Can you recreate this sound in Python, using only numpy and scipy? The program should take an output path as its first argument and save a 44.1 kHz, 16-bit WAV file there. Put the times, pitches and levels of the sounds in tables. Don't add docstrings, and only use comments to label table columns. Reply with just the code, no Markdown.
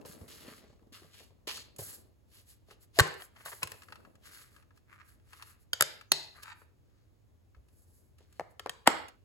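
import sys
import numpy as np
from scipy import signal
from scipy.fft import rfft, irfft, next_fast_len
from scipy.io import wavfile
from scipy.ndimage import uniform_filter1d

SR = 44100
rng = np.random.default_rng(int(sys.argv[2]) if len(sys.argv) > 2 else 0)


def unload_wav(signal):
    wavfile.write(
        sys.argv[1],
        SR,
        np.round(np.clip(np.atleast_2d(signal).T, -1, 1) * 32767).astype(np.int16),
    )


N = 407484
TIME = np.arange(N) / SR

BLOW_BAND_EDGES = [50, 280, 800, 2400, 6000, 17000]
# f/Hz, width/Hz, level over the plain plastic/dB
SHELL_MODES = [(442, 50, 14.5), (525, 180, 12.5), (830, 69, 1), (1080, 620, 13.5), (1640, 66, 11.5),
               (1790, 97, 8.5), (2800, 350, 4.5), (4340, 330, 5), (7530, 2000, 3.5), (9800, 4100, 3.5)]
# t/s, crack T60 at 2 kHz/s, part, relative ring level/dB,
# thump f/Hz, thump level/dB, crack level/dB, brightness/(dB per octave)
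PRONG_CLICKS = [ (5.7314, .026, "first prong", -33.5, 105.5, -61.5, -40.5, 0.92),
                (5.8084, .017, "second prong", -29.5, 108.8, -46.5, -28.5, 0.56),
                (5.8224, .013, "second prong", -34, 163, -55.5, -32, 1),
                (6.1182, .018, "last prong", -25, 344, -39.5, -29, 0.88)]


def from_db(db):
    return 10 ** (np.asarray(db) / 20)


def rms_one(x):
    return x / np.sqrt(np.mean(x ** 2) + 1e-20)


def at_hz(points, hz):
    known, values = np.transpose(points)
    return np.interp(np.log(np.maximum(hz, 1)), np.log(known), values)


def band(x, low, high):
    return signal.sosfilt(signal.butter(3, [low, high], "band", fs=SR, output="sos"), x)


def filtered(x, response):
    size = next_fast_len(N + SR // 10)
    spectrum = rfft(x, size) * response(np.fft.rfftfreq(size, 1 / SR))
    return irfft(spectrum, size)[..., :N]


def coloured(x, spectrum):
    return rms_one(filtered(x, lambda hz: from_db(at_hz(spectrum, hz))))


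def resonance(x, hz, width):
    r = np.exp(-np.pi * width / SR)
    numerator = np.array([1, 0, -1]) * (1 - r * r) / 2
    return signal.lfilter(numerator, [1, -2 * r * np.cos(2 * np.pi * hz / SR), r * r], x)


def body(x, modes):
    return x + sum((from_db(db) - 1) * resonance(x, hz, width) for hz, width, db in modes)


def pair(mid, side, spread):
    return np.array([mid + spread * side, mid - spread * side])


def add(out, s, sound):
    start = round(s * SR)
    out[:, start:start + sound.shape[-1]] += sound[..., :N - start]


def with_energy(x, db):
    energy = np.mean(np.sum(x ** 2, axis=-1))
    return x * from_db(db) * np.sqrt(SR / 100 / energy)


def ring(t, hz, t60):
    return np.sin(2 * np.pi * hz * t) * from_db(-60 * t / t60)


def contact(db, colour, brightness):
    centres = np.sqrt(np.multiply(BLOW_BAND_EDGES[1:-1], BLOW_BAND_EDGES[2:]))
    return db + np.array(colour) + brightness * np.log2(centres / centres[1])


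def blow(t60, levels, modes, thump_hz, rise_s, thump_cycles, low_linger=0.17, spread=0.79):
    crack_softens_hz = 12800
    t = TIME[:SR // 6]
    thump = ring(t, thump_hz, thump_cycles / thump_hz) * (1 - np.exp(-t / 0.036))
    out = with_energy(thump, levels[0])
    softening = signal.butter(2, crack_softens_hz, fs=SR, output="sos")
    for low, high, db in zip(BLOW_BAND_EDGES[1:], BLOW_BAND_EDGES[2:], levels[1:]):
        height = np.sqrt(low * high) / 2000
        band_t60 = t60 * height ** -low_linger
        shake = pair(*rng.standard_normal((2, len(t))), spread * min(height, 1))
        shake = shake * (1 - np.exp(-t / rise_s)) * from_db(-60 * t / band_t60) + 1e-18
        shake = body(signal.sosfilt(softening, shake), modes)
        out = out + with_energy(band(shake, low, high), db)
    return out


def snaps(table, modes, colour, rise_s, swell_s, thump_cycles):
    part_modes = { "latch": [(153.3, -3, 0.22), (640, -1.5, 0.022), (1046, -6.5, 0.33), (1710, -0.5, 0.045),
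                  (2040, -10.5, .02), (2900, -6, 0.038), (3908, -9.5, 0.013), (4338, -7.5, .012),
                  (4830, -6, 0.0077)], "rim": [(640, -12.5, 0.013), (1137, -5.5, 0.025), (1560, -2, 0.022),
                  (1890, -6.5, 0.03), (2900, -10.5, 0.019), (3838, -9.5, .014), (4260, -8.5, .014),
                  (7353, -12.5, .012)], "hinge": [(1046, -2.5, 0.031), (2630, 0.5, 0.011),
                  (4080, -14, 0.027), (5030, -15, 0.026), (7840, -15, 0.016)], "catch": [(728, -3, .03),
                  (1832, -1, 0.029), (2652, -5.5, 0.021), (3170, 1.5, 0.015), (3890, -7.5, 0.0058),
                  (4670, -6.5, .008), (9240, -9, .02)], "loose lid": [(513, -5.5, 0.017), (770, 2.5, 0.017),
                  (1100, -7.5, .012), (1750, -7.5, .006), (2624, -15, .007), (4100, -17.5, 0.0091)],
                  "lid": [(567, -9.5, 0.016), (822, -0.5, 0.018), (1061, -3, 0.0089), (1970, -6, 0.0067),
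                  (2760, -6, 0.0065), (3210, -15.5, 0.006), (8100, -11, 0.0035)], "tray": [(1280, 0, .045),
                  (1674, -1.5, .032), (2676, 0, .04), (4400, -13.5, .02)],
                  "first prong": [(1490, -3.5, 0.022), (3050, 2, .02), (3360, -2, .018), (4620, -3, 0.03),
                  (5113, -12, .025)], "second prong": [(149, -27.5, 0.44), (580, -5.5, 0.012),
                  (1320, 1.5, 0.015), (1670, 1, 0.0096), (3050, -2, 0.022), (4950, -15.5, .4),
                  (6900, -5.5, 0.013), (7410, -3, 0.02), (8450, 1, 0.013), (11385, 0, 0.005)],
                  "last prong": [(150, -21.5, .4), (400, -18, .22), (1300, -8, 0.0069), (2580, -7, 0.012),
                  (3050, -4, 0.014), (4275, 3, 0.013), (4330, -13, 0.45), (6140, -8, 0.012),
                  (6620, -10, .014), (9450, -1.5, .012)]}
    part_sends = {"latch": 0, "rim": -1, "hinge": -1.5, "catch": -0.5, "loose lid": -3.5, "lid": -1.5,
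                  "tray": 0, "first prong": -0.5, "second prong": -1.5, "last prong": 0}
    ring_room_db, crack_room_db = -7, 1.5
    near, sent = np.zeros((2, N)), np.zeros((2, N))
    t = TIME[:SR // 3]
    for s, t60, part, ring_db, thump_hz, thump_db, db, brightness in table:
        levels = [thump_db, *contact(db, colour, brightness)]
        crack = blow(t60, levels, modes, thump_hz, rise_s, thump_cycles)
        ringing = np.zeros(len(t))
        for k, (hz, mode_db, mode_t60) in enumerate(part_modes[part]):
            tilt_db = brightness * np.log2(hz / 1400)
            mode = (-1) ** k * ring(t, hz, mode_t60) * (1 - np.exp(-t / swell_s))
            ringing += with_energy(mode, ring_db + mode_db + tilt_db)
        for sound, room_db in (crack, crack_room_db), (ringing, ring_room_db):
            add(near, s, sound)
            add(sent, s, from_db(room_db + part_sends[part]) * sound)
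    return np.array([near, sent])


def taps(contacts, t60, rise_s, thump_cycles):
    out = np.zeros((2, N))
    for s, thump_hz, *levels in contacts:
        add(out, s, blow(t60, levels, SHELL_MODES, thump_hz, rise_s, thump_cycles))
    return out


def slips(per_s, uneven_db, smooth, spread):
    sizes = from_db(uneven_db * np.minimum(rng.exponential(1, N), 3))
    clicks = rms_one((rng.random(N) < per_s / SR) * sizes)
    signs = rng.choice([-1, 1], (2, N))
    return pair(*(clicks * signs + smooth * rng.standard_normal((2, N))), spread)


def stick_slip(per_s, jitter, uneven_db, smooth, spread):
    draws = rng.standard_normal((8000, 2))
    times = np.cumsum(np.exp(jitter * draws[:, 0])) / per_s
    heard = times < TIME[-1]
    clicks = np.zeros(N)
    clicks[(times[heard] * SR).astype(int)] = from_db(uneven_db * np.clip(draws[heard, 1], -2, 2))
    signs = rng.choice([-1, 1], (2, N))
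    return pair(*(rms_one(clicks) * signs + smooth * rng.standard_normal((2, N))), spread)


def stutter(per_s, depth_db):
    catches = from_db(depth_db * np.clip(rng.standard_normal(4000), -2, 2))
    return rms_one(np.interp(TIME * per_s, np.arange(len(catches)), catches))


def gripped(x, modes):
    out = x
    for hz, width, db in modes:
        out = out + (from_db(db) - 1) * stutter(per_s=22, depth_db=7) * resonance(x, hz, width)
    return out


def shove(s, length, fade):
    jerk_s, coast_db_per_s = .005, 261
    t = TIME - s
    slowing_db = fade * np.clip(t, 0, length)
    coasting_db = coast_db_per_s * np.clip(t - length, 0, 1)
    return np.clip(t / jerk_s + 1, 0, 1) * from_db(-slowing_db - coasting_db)


def rub(middle, length):
    ebb_db, ebb_power = 18.5, 1.9
    away = 2 * np.abs(TIME - middle) / length
    gain = np.zeros(N)
    moving = away < 3
    gain[moving] = from_db(-ebb_db * away[moving] ** ebb_power)
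    return gain


def ambience(spread=0.93):
    # f/Hz, relative level per Hz/dB
    rumble_spectrum = [(25, -6.5), (55, 0), (100, 2), (160, -12), (350, -15.5), (700, -26), (1500, -33.5),
                       (5000, -39.5), (16000, -42)]
    rumble_db, hum_hz, hum_db = -63.5, 81.6, -76.5
    rumble = coloured(pair(*rng.standard_normal((2, N)), spread), rumble_spectrum)
    hum = rms_one(resonance(resonance(rng.standard_normal(N), hum_hz, 1.9), hum_hz, 1.9))
    return from_db(rumble_db) * rumble + from_db(hum_db) * hum


def stroke_gains():
    # t/s, length/s, fade/(dB per s), relative hissing, sliding and creaking level/dB
    shove_table = [(0.06, 0.069, 27, -52.5, -54, -61), (0.282, 0.3, 18, -56.5, -51.5, -59.5),
                   (0.927, 0.19, 93, -57.5, -51, -58), (1.475, 0.092, 39, -46, -35, -65),
                   (1.787, 0.16, 33, -43.5, -53.5, -62), (3.455, 0.22, 99, -44, -51.5, -65),
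                   (3.696, 0.43, 57, -58.5, -68, -74), (8.182, 0.056, 56, -85, -68.5, -75)]
    # middle t/s, length/s, relative hissing, sliding and creaking level/dB
    rub_table = [(0.222, 0.34, -65, -69, -70), (0.498, 0.22, -64, -62, -57.5),
                 (0.633, 0.38, -94, -66.5, -71), (1.192, 0.21, -62, -55.5, -69.5),
                 (2.369, 0.15, -61, -59.5, -75), (2.51, 0.12, -59.5, -62, -75.5),
                 (2.715, 0.087, -66, -60, -67.5), (2.832, 0.055, -59, -65, -76.5),
                 (2.987, 0.086, -52.5, -47.5, -66.5), (3.226, 0.117, -54, -81, -59),
                 (3.41, 0.14, -64, -64.5, -58.5), (4.278, 0.1, -56.5, -53.5, -56),
                 (4.369, 0.26, -55.5, -54.5, -56), (4.558, 0.16, -67, -68, -65),
                 (4.774, .07, -75.5, -72, -74), (4.938, 0.13, -73.5, -75.5, -53.5),
                 (5.01, .09, -82, -71, -53), (5.099, 0.15, -66, -72, -67.5),
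                 (5.382, 0.26, -63.5, -62, -59.5), (5.491, 0.14, -60, -63.5, -61),
                 (5.621, 0.069, -69, -82.5, -80.5), (6.393, 0.15, -65, -69.5, -59.5),
                 (6.432, 0.023, -51, -46, -58), (6.483, 0.11, -64, -61.5, -59),
                 (6.603, 0.13, -68, -85, -80), (6.98, .4, -103.5, -78.5, -82),
                 (7.802, 0.24, -69.5, -98, -100), (7.948, 0.35, -69.5, -99.5, -100),
                 (8.37, 0.26, -77, -72, -75), (8.513, 0.047, -71.5, -89, -90.5)]
    gains = np.zeros((3, N))
    for s, length, fade, *levels in shove_table:
        gains += np.outer(from_db(levels), shove(s, length, fade))
    for middle, length, *levels in rub_table:
        gains = np.maximum(gains, np.outer(from_db(levels), rub(middle, length)))
    return gains


def hands(slide_db=-4.0, creak_db=-3.0, handling_db=-6.5):
    # f/Hz, relative level per Hz/dB
    hiss_spectrum = [(900, -25.5), (1600, -7.5), (2300, -21.5), (3100, -23), (4400, -7), (6000, -9),
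                     (7500, -2), (11000, 1.5), (13000, -2), (15500, -11)]
    slide_spectrum = [(400, -13.5), (1500, -13.5), (2800, 1.5), (4200, 4.5), (6000, 0.5), (9000, -7),
                      (15500, -25)]
    creak_spectrum = [(400, -31), (800, -10.5), (1200, 4), (1900, 2), (2400, 0), (3000, -10), (4400, -16.5),
                      (9000, -29)]
    bump_spectrum = [(40, -12.5), (90, 0), (210, 6.5), (300, 3), (440, -8.5), (620, -5.5), (900, -15),
                     (2000, -31.5)]
    # f/Hz, width/Hz, level over the plain plastic/dB
    panel_modes = [(1220, 150, 7.5), (1630, 150, 6.5), (2020, 340, 4), (2686, 93, 3), (7200, 400, 8)]
    # t/s, relative level/dB
    grip_course = [(0, -49), (.5, -53), (.8, -63.5), (1.4, -64.5), (1.55, -59), (1.95, -56.5), (2.15, -74),
                   (2.9, -70), (3.7, -62.5), (4.1, -58.5), (4.4, -69), (5.0, -69), (5.6, -76.5),
                   (6.45, -69.5), (6.8, -74), (8.3, -72.5)]

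    hissing, sliding, creaking = stroke_gains()
    hiss = coloured(slips(per_s=3000, uneven_db=1.5, smooth=1.2, spread=1.0), hiss_spectrum)
    skin = slips(per_s=710, uneven_db=1, smooth=0.79, spread=0.61)
    slide = coloured(gripped(skin, SHELL_MODES), slide_spectrum)
    grit = stick_slip(per_s=230, jitter=.6, uneven_db=3.5, smooth=.35, spread=.6)
    creak = coloured(gripped(grit, panel_modes), creak_spectrum)
    nudges = slips(per_s=260, uneven_db=1.5, smooth=.6, spread=.9) * stutter(per_s=32, depth_db=3)
    bumps = coloured(body(nudges, SHELL_MODES), bump_spectrum)

    rubbing = hissing * hiss + from_db(slide_db) * sliding * slide
    rubbing = rubbing * stutter(per_s=68, depth_db=1.5)
    grip = from_db(handling_db + np.interp(TIME, *np.transpose(grip_course)))
    return rubbing + from_db(creak_db) * creaking * creak + grip * bumps


def fingers(tick_db=-4.0):
    # t/s, thump f/Hz, thump level/dB, knock level/dB
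    pad_table = [(0.049, 115, -55, -47.5), (.094, 172, -52.5, -69), (.176, 300, -63, -62),
                 (0.211, 85, -44, -56.5), (.222, 230, -52.5, -72), (.448, 260, -59, -62),
                 (0.48, 237, -47.5, -52.5), (.516, 230, -54, -57), (.637, 236, -59, -57.5),
                 (0.698, 123, -57, -64), (.727, 240, -62, -65), (0.824, 300, -62, -68),
                 (0.869, 224, -61, -70), (0.921, 261, -58, -66), (1.019, 326, -61, -59.5),
                 (1.043, 146, -60, -60), (1.203, 300, -71, -58), (1.305, 97, -60, -66),
                 (1.474, 396, -44.5, -48.5), (1.789, 125, -43.5, -42), (1.815, 100, -46.5, -50.5),
                 (2.684, 200, -72, -60.5), (2.71, 140, -73.5, -56.5), (3.648, 101, -50, -53),
                 (3.738, 106.2, -60.5, -57.5), (7.564, 63.33, -48.5, -69.5), (8.204, 151, -77, -62.5)]
    pad_colour = [-1, -16, -13, -18.5]
    # t/s, relative level/dB, brightness/(dB per octave)
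    tick_table = [(0.013, -64, 4), (0.0508, -58, -4), (0.793, -75, -1), (1.577, -50.5, -8),
                  (1.762, -74, 12), (2.708, -56.5, 2), (3.075, -55.5, 7), (3.14, -59.5, 7),
                  (3.362, -57.5, 0), (3.741, -59, -1), (3.82, -54.5, 3), (3.8325, -59, 4),
                  (3.8845, -52.5, -2), (3.903, -58.5, -1), (3.9228, -43, -1.5), (3.956, -53.5, 1.5),
                  (4.003, -66, -2.5), (4.0498, -55.5, -3.5), (4.1535, -67.5, 4.5), (4.563, -60.5, 2),
                  (4.6245, -66.5, 2), (4.7065, -64, -5), (4.774, -68, 4), (5.198, -74.5, 1),
                  (5.3308, -51, 2), (5.397, -55.5, -3.5), (5.413, -53.5, -3), (5.4233, -48, 3.5),
                  (6.011, -53, 2), (6.381, -57, -8), (6.432, -54.5, 6.5), (6.479, -50, -2),
                  (6.5694, -60.5, -7), (6.616, -58, -13), (7.547, -63, -3.5), (7.685, -78, 6.5),
                  (8.184, -73.5, 7.5), (8.326, -78, 9.5), (9.083, -58, 6.5)]
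    tick_colour = [-23, -0.5, -5, -12]
    ring_db, thump_db = -4.5, -15
    t60, thump_hz = 0.046, 110

    pads = [(s, hz, low_db, *contact(db, pad_colour, 0)) for s, hz, low_db, db in pad_table]
    padding = taps(pads, t60=0.06, rise_s=0.0007, thump_cycles=4.3)
    ticks = [(s, t60, "tray", db + ring_db, thump_hz, db + thump_db, db, brightness)
             for s, db, brightness in tick_table]
    near, _ = snaps(ticks, SHELL_MODES, tick_colour, rise_s=.0004, swell_s=.0004, thump_cycles=5)
    return padding + from_db(tick_db) * near


def scuffs():
    # middle t/s, length/s, level/dB
    scuff_table = [(0.487, 0.095, -58.5), (3.067, 0.02, -41), (3.119, 0.016, -49), (3.207, 0.029, -49.5),
                   (3.37, 0.033, -57.5), (3.409, 0.025, -55), (3.475, 0.063, -46), (3.527, 0.029, -46),
                   (3.627, 0.015, -38), (5.805, .012, -37), (6.361, 0.034, -58), (8.874, 0.024, -27.5)]
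    # f/Hz, relative level per Hz/dB
    scuff_spectrum = [(300, -23), (700, -2.5), (1100, -4), (1900, -2), (3000, -2.5), (7000, -14.5),
                      (15000, -25)]
    grit = slips(per_s=1500, uneven_db=1.5, smooth=.6, spread=.4)
    scrape = coloured(body(grit, SHELL_MODES), scuff_spectrum)
    return scrape * sum(from_db(db) * rub(middle, length) for middle, length, db in scuff_table)


def latch_squeak():
    # middle t/s, length/s, f/Hz, level/dB
    middle, length, hz, db = (2.983, .03, 684, -38)
    swell = rub(middle, length) * stutter(per_s=250, depth_db=3)
    return from_db(db) * swell * np.sin(2 * np.pi * hz * TIME)


def case_snaps():
    # t/s, crack T60 at 2 kHz/s, part, relative ring level/dB,
    # thump f/Hz, thump level/dB, crack level/dB, brightness/(dB per octave)
    blow_table = [ (2.9878, 0.038, "latch", -27, 407.5, -25.5, -22, 0.8),
                  (2.9960, .018, "rim", -18, 125, -39, -20.5, -1.2),
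                  (3.0012, .022, "rim", -28, 150, -33, -25.5, 2),
                  (3.2205, 0.018, "catch", -55, 108, -69, -54, 0),
                  (3.4595, 0.023, "rim", -44, 130, -61, -69, -3),
                  (3.530, 0.027, "rim", -54.5, 130, -69, -51.5, -2),
                  (3.6305, 0.036, "hinge", -35, 133, -47, -37.5, 2.5),
                  (3.6728, .02, "hinge", -52, 110, -66, -49.5, 2),
                  (3.7175, .025, "hinge", -52, 110, -57, -45, 1),
                  (8.3960, 0.0091, "loose lid", -43.5, 330, -50.5, -40, -4),
                  (8.4060, 0.03, "loose lid", -49, 149, -53, -58, -1.5),
                  (8.4105, .014, "loose lid", -55.5, 405, -56, -60.5, -10.5),
                  (8.5948, 0.025, "catch", -50, 109.8, -66.5, -45, 0.5),
                  (8.6602, 0.013, "loose lid", -45.5, 380, -50.5, -39, -5),
                  (8.6700, .016, "loose lid", -55, 160, -71, -46.5, -4.5),
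                  (8.6944, 0.021, "catch", -43.5, 146, -58, -42.5, 2),
                  (8.8735, .004, "catch", -37, 240, -60, -41, 5.5),
                  (8.8742, 0.0062, "lid", -18.5, 239, -49.5, -15.5, -0.9),
                  (8.8785, 0.023, "lid", -29.5, 306.5, -25, -28.5, -3),
                  (8.8885, 0.026, "lid", -43.5, 420, -47, -40, -4),
                  (8.9015, .02, "lid", -47, 355, -52, -42.5, -1)]
    case_colour = [-9, -3.5, -7, -5]
    return snaps(blow_table, SHELL_MODES, case_colour, rise_s=.0008, swell_s=.0007, thump_cycles=4)


def air_puff():
    # t/s, f/Hz, T60 of its decay/s, level/dB, delay on the right/s
    s, hz, t60, db, lag = (3.0025, 108, .021, -20, .0011)
    t = np.maximum(TIME - s - np.array([[0], [lag]]), 0)
    return with_energy(t ** 2 * ring(t, hz, t60), db)


def hub_clicks():
    # f/Hz, width/Hz, level over the plain plastic/dB
    hub_modes = [(550, 150, 26), (1377, 630, 11), (1660, 350, 5.8), (3355, 380, 4.1), (3600, 170, 8.8),
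                 (4435, 600, 2.4), (4770, 37, 15), (6740, 110, 2.3), (7514, 110, 2.6), (11300, 4700, 4)]
    hub_colour = [-9.5, -4, 0, 3]
    return snaps(PRONG_CLICKS, hub_modes, hub_colour, rise_s=.0009, swell_s=.0008, thump_cycles=4)


def freed_disc(buzz_db=-36, t60=0.45):
    # f/Hz, width/Hz, relative level/dB
    disc_modes = [(2980, 900, -13), (4100, 260, 3), (4500, 370, -1.5), (5100, 500, -8), (6470, 1600, -15)]
    chatter = slips(per_s=900, uneven_db=2, smooth=.5, spread=.9)
    buzz = rms_one(sum(from_db(db) * resonance(resonance(chatter, hz, width), hz, width)
                       for hz, width, db in disc_modes))
    t = TIME - PRONG_CLICKS[-1][0]
    decay = (t > 0) * from_db(buzz_db - 60 * np.abs(t) / t60)
    return buzz * stutter(per_s=40, depth_db=-0.5) * decay


def disc_drag():
    # start t/s, free t/s, growth/(dB per s), level/dB, release/s
    start_s, free_s, growth, db, release_s = (6.435, 6.526, 50, -48.5, .014)
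    # f/Hz, width/Hz, relative level/dB
    drag_modes = [(932, 109, 3.5), (1322, 144, 4), (1550, 193, 3.5), (1787, 270, 2), (2330, 720, -3),
                  (3780, 200, -5.5), (4560, 180, -7), (7350, 1400, -16)]
    grit = stick_slip(per_s=260, jitter=.5, uneven_db=3, smooth=.2, spread=.5)
    sound = sum(from_db(mode_db) * resonance(resonance(grit, hz, width), hz, width)
                for hz, width, mode_db in drag_modes)
    onset = np.clip((TIME - start_s) / (2 * release_s), 0, 1)
    release = np.clip(1 + (free_s - TIME) / release_s, 0, 1)
    pressure = from_db(-growth * np.abs(TIME - free_s)) * onset * release
    return from_db(db) * pressure * rms_one(sound)


def evened(x, size=70):
    spectrum = rfft(x)
    local_power = uniform_filter1d(np.abs(spectrum) ** 2, size)
    flat = irfft(spectrum / np.sqrt(local_power), x.shape[-1])
    return flat * np.minimum(np.linspace(4, -1, x.shape[-1]), 1).clip(0)


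def room(x, first_echo_s=0.00098, build_s=0.002):
    # f/Hz, T60/s
    decay_times = [(100, 0.54), (400, 0.63), (1200, 0.64), (4000, 0.61), (8000, 0.24), (15000, 0.66)]
    # f/Hz, level/dB
    echo_levels = [(80, -12), (135, -9.5), (255, -13), (490, -7.5), (1100, -7.5), (4000, -9.5),
                   (8000, -13.5), (15000, -26.5)]
    tail_cut_s = 0.24
    t = TIME[:SR]
    edges = np.geomspace(50, 18000, 10)
    response = np.zeros((2, SR))
    for low, high in zip(edges, edges[1:]):
        hz = np.sqrt(low * high)
        onset = np.clip((t - first_echo_s) / build_s, 0, 1)
        fade = from_db(-60 * t / at_hz(decay_times, hz)) * onset
        fade = fade * np.exp(-(t / tail_cut_s) ** 4) + 1e-18
        echoes = pair(*evened(rng.standard_normal((2, SR)) * fade), 0.89) / np.sqrt(2)
        response += from_db(at_hz(echo_levels, hz)) * band(echoes, low, high)
    return signal.fftconvolve(x, response, axes=1)[:, :N]


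def from_the_left(x):
    # f/Hz, left over right level/dB
    level_difference = [(150, -1.5), (600, 1.5), (1200, 4.5), (2100, 2.5), (6000, -1.5)]
    # f/Hz, phase/rad
    phase_bend = [(500, 0), (1000, 0.95), (1500, .85), (2000, 0.99), (2800, 0.36)]
    # t/s, lead/s
    lead_course = [(0, 0.000015), (1.5, 0.00013), (3, 0.00019), (6.5, 0.00019), (8.2, 0.000099)]
    sides = np.array([[1], [-1]]) / 2

    def response(hz):
        return from_db(sides * at_hz(level_difference, hz)) * np.exp(-1j * sides * at_hz(phase_bend, hz))

    left, right = filtered(x, response)
    lead = np.interp(TIME, *np.transpose(lead_course))
    return np.array([left, np.interp(TIME - lead, TIME, right)])


def scene():
    handling_room_db = -2
    snapping, sent = case_snaps() + hub_clicks()
    handling = latch_squeak() + scuffs() + freed_disc() + disc_drag() + fingers() + hands()
    echoes = room(from_db(handling_room_db) * handling + sent)
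    return from_the_left(handling + snapping) + air_puff() + echoes + ambience()


def record(dry):
    # f/Hz, phase/turns
    treble_turns = [(6800, 0), (15800, 2)]
    shared_above_hz, low_cut_hz, cutoff_hz = 6300, 42, 16300

    def shared(hz):
        return np.clip((hz - shared_above_hz) / 400 + .5, 0, 1)

    def turned(hz):
        turns = np.interp(hz, *np.transpose(treble_turns))
        return np.sqrt(shared(hz)) * np.exp(2j * np.pi * turns)

    right = filtered(dry[1], lambda hz: np.sqrt(1 - shared(hz))) + filtered(dry[0], turned)
    low_cut = signal.butter(3, low_cut_hz, "high", fs=SR, output="sos")
    both = signal.sosfilt(low_cut, [dry[0], right])
    rounded = both / (1 + (both / .9) ** 8) ** (1 / 8)
    return signal.sosfilt(signal.ellip(10, .2, 80, cutoff_hz, fs=SR, output="sos"), rounded)


dry = scene()
out = record(dry)
unload_wav(out)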